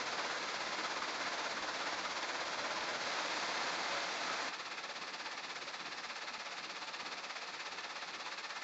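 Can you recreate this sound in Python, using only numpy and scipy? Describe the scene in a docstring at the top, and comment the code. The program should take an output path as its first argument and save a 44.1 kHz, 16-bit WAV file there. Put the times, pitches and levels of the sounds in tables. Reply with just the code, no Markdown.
"""Wet crushed stone churns under hissing water jets, with a low rumble, on an outdoor washing screen.
The screen shakes about 17 times a second, throwing the stones up to land in a rush on mesh and steel.
Large stones knock together, make the steel ring or thud on the deck, the floor of the screen.
The deep bed of stone comes first. At 3 s the thinner stream at the lip, where the stones leave,
joins in, and from 4.5 s the bed is no longer heard."""
import sys
import numpy as np
from scipy import signal
from scipy.fft import rfft, irfft
from scipy.io import wavfile

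SR = 44100
rng = np.random.default_rng(int(sys.argv[2]) if len(sys.argv) > 2 else 0)


def inscribe(sig):
    """Save sig as 16-bit PCM at rate SR to the path in sys.argv[1].

    A 1-D sig is mono; a 2-D sig holds one channel per row.
    Samples are clipped to [-1, 1] before scaling.
    """
    pcm = np.round(np.clip(np.atleast_2d(sig).T, -1, 1) * 32767)
    wavfile.write(sys.argv[1], SR, pcm.astype(np.int16))


N = 380583
TIME = np.arange(N) / SR
SHAKE_HZ = 16.651

# The notes at which the steel screen box rings: pitch_hz, width_hz, bed_boost_db, lip_boost_db
STEEL_NOTES = [(182, 13, 1.5, 4), (320, 49, 1.5, -1.5), (455, 71, 2, 3.5), (565, 8.2, 3, 5.5),
               (700, 23, 3, 0.5), (738, 22, -1.5, 1.5), (864, 60, 1.8, 3.2), (1023, 14, 4.5, 1.5),
               (1084, 23, -2.5, 1), (1213, 70, 0, 3.5), (1316, 40, 0.5, 4.5), (1654, 35, 2, 3.5),
               (1770, 85, 0.8, 4.5), (2070, 79, 2.5, 3), (2530, 200, 0.5, 3.5), (3530, 210, 0, 2),
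               (4120, 130, 2.5, 2), (4620, 330, 2.5, 0)]
# The tone of the water jets, from low to high: pitch_hz, level_db
SPRAY_TONE = [(700, -17.5), (2000, 3.5), (3000, -6), (3600, -3), (4700, -5.5), (6000, -3.5), (7400, -11.5)]


def sprayed_bed():
    """A deep, wet layer of stone churns under water jets, whose hiss fills the gaps between shakes."""
    # How closely the stones land together in each shake (higher is closer): time_s, bunching
    bunching_curve = [(0, .5), (0.3, .32), (1.05, .49), (1.9, .47), (2.15, .74), (2.45, .48), (2.9, .38),
                      (3.3, .47)]
    # The tone of the rushing stone: pitch_hz, level_db
    stone_tone = [(110, -36), (190, -16), (316, -4.5), (400, -8.5), (574, -1), (772, -1.5), (1010, 0),
                  (1110, -1), (1270, 0.5), (2140, -3.5), (2920, -7.5), (3470, -6), (4900, -9), (6810, -15),
                  (7600, -22), (9880, -56), (16700, -120)]
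    # The load of stone, nearly steady with one gentle swell: time_s, level_db
    stone_levels = [(0, -40), (2.4, -40.5), (3.1, -40), (3.7, -39.5), (4.2, -41.5)]
    # The hiss of the jets grows louder: time_s, level_db
    spray_levels = [(0, -57.5), (2.55, -59.5), (3.2, -54.5), (3.8, -57), (4.45, -53)]
    # The tone of the machine's frame and drive: pitch_hz, level_db
    rumble_tone = [(20, -9), (35, -14.5), (60, -7.5), (95, -6.5), (135, -1.5), (165, -2), (200, 1),
                   (260, 2), (420, 0.5), (1000, -35.5)]
    share = landings(first_s=.0131, bunching=follow(bunching_curve), skew=.25) * from_db(.6 * drift(16))
    rush = stone_rush(share, per_s=14000, spread_db=2.0, split_hz=670, tumble_s=.005, lump_db=1.1)
    hits = clacks(share, per_s=300, low_hz=477.3, high_hz=2424, sharpness=21, spread_db=1.9)
    stones = with_tone(rush, stone_tone) + from_db(-13.5) * hits
    stones = through_steel(stones, [bed_db for *_, bed_db, lip_db in STEEL_NOTES])
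    spray = from_db(follow(spray_levels)) * water_jets()
    rumble = from_db(-61) * frame_rumble(rumble_tone, uneven_db=1.3)
    return from_db(follow(stone_levels)) * with_clumps(stones) + spray + rumble


def discharge_lip():
    """Loose stones hop over bare steel in step, so each shake stands out; the jets are farther off."""
    # The tone of the rushing stone: pitch_hz, level_db
    stone_tone = [(110, -42), (180, -17), (207, -17), (347, -8.5), (400, -11.5), (556, -3), (611, -5.5),
                  (714, -2), (1270, -1.5), (1560, -3), (1770, -2.5), (2540, -3.5), (3110, -6.5), (4530, -4),
                  (7600, -20.5), (9880, -60), (16700, -120)]
    # The tone of the machine's frame and drive: pitch_hz, level_db
    rumble_tone = [(20, -16), (52, -14), (95, -9), (135, -3), (170, 0.5), (205, 0.5), (300, 7.5),
                   (420, 2.5), (1000, -21)]
    share = landings(first_s=.0412, bunching=.88, skew=.36) * from_db(.6 * drift(12))
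    rush = stone_rush(share, per_s=12000, spread_db=2.0, split_hz=810, tumble_s=.008, lump_db=0.56)
    hits = clacks(share, per_s=260, low_hz=706.6, high_hz=6975, sharpness=44, spread_db=0.9)
    stones = with_tone(rush, stone_tone) + from_db(-11) * hits
    stones = through_steel(stones, [lip_db for *_, bed_db, lip_db in STEEL_NOTES])
    spray = from_db(-15) * water_jets()
    rumble = from_db(-20) * frame_rumble(rumble_tone, uneven_db=2.5)
    return from_db(-45) * (with_clumps(with_deck_ring(stones)) + spray + rumble)


def landings(first_s, bunching, skew):
    """The share of stones landing at each moment rises and falls with every shake; its average is 1."""
    phase = 2 * np.pi * SHAKE_HZ * (TIME - first_s)
    share = np.exp(bunching * np.cos(phase + skew * np.cos(phase)))
    return share / share.mean()


def impacts(per_s, spread_db):
    """Stones touch at random moments, each making a click of its own strength."""
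    sizes = from_db(spread_db * np.minimum(rng.exponential(1, N), 4)) * rng.choice([-1, 1], N)
    return unit_power(sizes * (rng.random(N) < per_s / SR))


def stone_rush(share, per_s, spread_db, split_hz, tumble_s, lump_db):
    """Small chips give the bright part; big stones give the dull part and tumble on after landing."""
    fade = np.exp(-1 / (tumble_s * SR))
    tumbling, _ = signal.lfilter([1 - fade], [1, -fade], share, zi=[fade])
    tumbling *= from_db(lump_db * drift(25))
    chips = filtered(impacts(per_s * share, spread_db), "high", split_hz, order=2)
    lumps = filtered(impacts(per_s * tumbling, spread_db), "low", split_hz, order=2)
    return chips + lumps


def clacks(share, per_s, low_hz, high_hz, sharpness, spread_db, count=36):
    """Single stones hit bare mesh or plate and ring briefly, each at one of many pitches."""
    hits = impacts(per_s * share ** 2, spread_db)
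    pitch_choice = rng.integers(0, count, N)
    rings = (resonance(hits * (pitch_choice == k), hz, hz / sharpness) / hz ** 0.69
             for k, hz in enumerate(np.geomspace(low_hz, high_hz, count)))
    return unit_power(sum(rings))


def through_steel(stones, boosts_db):
    """The steel plates ring along at their own notes, making each one stronger or weaker."""
    ringing = sum((from_db(boost_db) - 1) * resonance(stones, hz, width_hz)
                  for (hz, width_hz, *_), boost_db in zip(STEEL_NOTES, boosts_db))
    return unit_power(stones + ringing)


def with_clumps(stones):
    """Each clump of coarse stone swells the dull part of the rush for a few shakes."""
    # Clumps tumbling through: middle_s, boost_db
    clumps = [(0.21, 1.5), (0.82, 2.1), (1.03, 0), (1.25, 2), (1.4, 1.8), (1.87, 2.5), (2.86, 2), (3.17, 1),
              (3.45, -0.9), (3.59, 1.2), (3.93, 1.8), (4.31, 0.9), (4.72, 1.2), (5.26, 1.1), (6.29, 0.8),
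              (7.1, 2)]
    half_length_s = 0.06
    swell_db = sum(boost_db * np.exp(-((TIME - s) / half_length_s) ** 2) for s, boost_db in clumps)
    return stones + (from_db(swell_db) - 1) * filtered(stones, "low", hz=2800)


def with_deck_ring(stones):
    """The bare deck plate at the lip sings more or less as the stones strike it."""
    # The plate's ring, strongest near the end: time_s, boost_db
    ring_boosts = [(3.0, -2), (3.9, 1.5), (4.8, 0), (6.3, 0.5), (7.2, -1.5), (7.7, 0), (8.6, 2)]
    return stones + (from_db(follow(ring_boosts)) - 1) * resonance(stones, hz=1740, width_hz=240)


def clanks():
    """A large stone strikes the steel and leaves one dying tone."""
    # Blows on steel (fade_s is the time to drop by 60 dB): start_s, pitch_hz, peak_db, fade_s
    blows = [(1.252, 2150, -37, .05), (1.683, 1450, -34, .05), (2.052, 1250, -38, .13),
             (2.598, 577, -43, 0.47), (2.785, 870, -41.5, .2), (3.915, 565, -45, 1.1),
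             (3.972, 686, -43, 0.1), (4.293, 1280, -37, 0.14), (4.781, 2050, -41, 0.066),
             (4.892, 565, -45.5, 0.16), (5.013, 1073, -44, 0.18), (5.262, 880, -39.5, 0.1),
             (5.668, 574, -48, 0.15), (6.243, 600, -50, 0.11), (6.643, 2792, -48, 0.16),
             (6.823, 735, -44.5, 0.11), (7.992, 1900, -44, .1), (8.262, 1000, -41.5, 0.071),
             (8.38, 1633, -46, 0.16)]
    return sum(dying_tone(*blow) for blow in blows)


def knocks_on_stone():
    """A large stone lands on others: a short crunch of contacts, pitched by its size."""
    # Stone landing on stone: start_s, pitch_hz, level_db
    knocks = [(0.259, 1300, -38), (0.296, 1300, -37), (0.343, 1400, -36), (1.018, 1200, -32),
              (1.036, 1620, -40), (1.459, 1100, -39), (1.570, 1250, -38), (2.390, 1300, -35),
              (2.804, 2600, -38), (3.185, 1200, -35), (3.296, 1300, -39), (4.522, 1200, -40),
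              (4.677, 850, -44), (6.029, 1500, -42.5), (6.829, 1200, -46), (7.294, 1400, -41.5),
              (7.465, 1100, -44), (7.590, 1500, -41)]
    rise_s, fade_s = 0.0046, 0.062
    out = np.zeros(N)
    age = np.arange(int(.1 * SR)) / SR
    for start_s, hz, level_db in knocks:
        grit = rng.standard_normal(len(age))
        width_hz = 0.74 * hz
        crunch = unit_power(resonance(resonance(grit, hz, width_hz), hz, width_hz))
        loudness = np.minimum(age / rise_s, 1) * from_db(level_db - 60 * age / fade_s)
        start = int(start_s * SR)
        out[start:start + len(age)] += crunch * loudness
    return out


def thuds():
    """The heaviest stones bend the deck at the lip, which answers with a short, dull note."""
    # Heavy stones dropping: start_s, peak_db
    drops = [(5.35, -57), (6.071, -55), (6.122, -59), (6.313, -54), (6.380, -53), (6.614, -55),
             (7.031, -53), (8.172, -56)]
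    return sum(dying_tone(start_s, hz=230, peak_db=db, fade_s=0.078) for start_s, db in drops)


def water_jets():
    """Water hisses out of the spray bars."""
    return with_tone(rng.standard_normal(N), SPRAY_TONE)


def frame_rumble(tone, uneven_db):
    """The heavy frame rumbles unevenly around its lowest note; its deepest part flutters on its own."""
    shaking = with_tone(rng.standard_normal(N), tone)
    deep = filtered(shaking, "low", hz=90)
    flutter = from_db(4 * drift(10.5) - 1)
    rumble = shaking + (flutter - 1) * deep + from_db(-1) * resonance(shaking, hz=180, width_hz=15)
    return unit_power(rumble) * from_db(uneven_db * drift(4.3))


def dying_tone(start_s, hz, peak_db, fade_s):
    """A pure note that starts at once and drops by 60 dB in fade_s."""
    age = np.maximum(TIME - start_s, 0)
    return from_db(peak_db - 60 * np.minimum(age / fade_s, 3)) * np.sin(2 * np.pi * hz * age)


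def with_tone(x, tone):
    """Shape the lows and highs of x by a tone table, fading beyond its ends; the power comes out as 1."""
    hz = np.maximum(np.arange(N // 2 + 1) * SR / N, 1)
    pitches, levels_db = np.transpose(tone)
    gain = from_db(np.interp(np.log(hz), np.log(pitches), levels_db))
    ends = np.minimum(hz / pitches[0], 1) * np.minimum(pitches[-1] / hz, 1)
    return unit_power(irfft(rfft(x) * ends ** 2 * gain, N))


def resonance(x, hz, width_hz):
    """Let through the pitches near hz; a narrower band rings longer."""
    r = np.exp(-np.pi * width_hz / SR)
    gain = (1 - r * r) / 2
    return signal.lfilter([gain, 0, -gain], [1, -2 * r * np.cos(2 * np.pi * hz / SR), r * r], x + 1e-18)


def filtered(x, side, hz, order=1):
    """Keep the "low" or the "high" side of hz."""
    return signal.sosfilt(signal.butter(order, hz, side, fs=SR, output="sos"), x)


def drift(rate):
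    """A random wander of typical size 1, changing about rate times a second."""
    hz = np.arange(N // 2 + 1) * SR / N
    return unit_power(irfft(rfft(rng.standard_normal(N)) / (1 + (hz / rate) ** 2), N))


def follow(points):
    """Join (time_s, value) points with straight lines."""
    return np.interp(TIME, *np.transpose(points))


def heard(start_s, end_s):
    """On between two moments, with quick fades."""
    return np.clip(np.minimum(TIME - start_s, end_s - TIME) / .006 + .5, 0, 1)


def from_db(db):
    """Turn decibels into a number to multiply by."""
    return 10 ** (np.asarray(db) / 20)


def unit_power(x):
    """Scale x so that its average power is 1."""
    return x / np.sqrt(np.mean(x ** 2) + 1e-20)


def scene():
    """The bed and then the lip, overlapping for a while, the same in both ears."""
    bed = heard(start_s=-1, end_s=4.494) * sprayed_bed()
    lip = heard(start_s=3.005, end_s=10) * discharge_lip()
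    screen = bed + lip + clanks() + knocks_on_stone() + thuds()
    return np.array([screen, screen])


def record(dry):
    """A small microphone softens two bands of the upper middle pitches and cuts the highest treble."""
    cutoff_hz = 8350
    hollow = dry - 0.3 * resonance(dry, hz=3005, width_hz=440)
    hollow -= 0.21 * resonance(dry, hz=1910, width_hz=70)
    return signal.sosfilt(signal.cheby2(14, 50, cutoff_hz, fs=SR, output="sos"), hollow)


dry = scene()
out = record(dry)
inscribe(out)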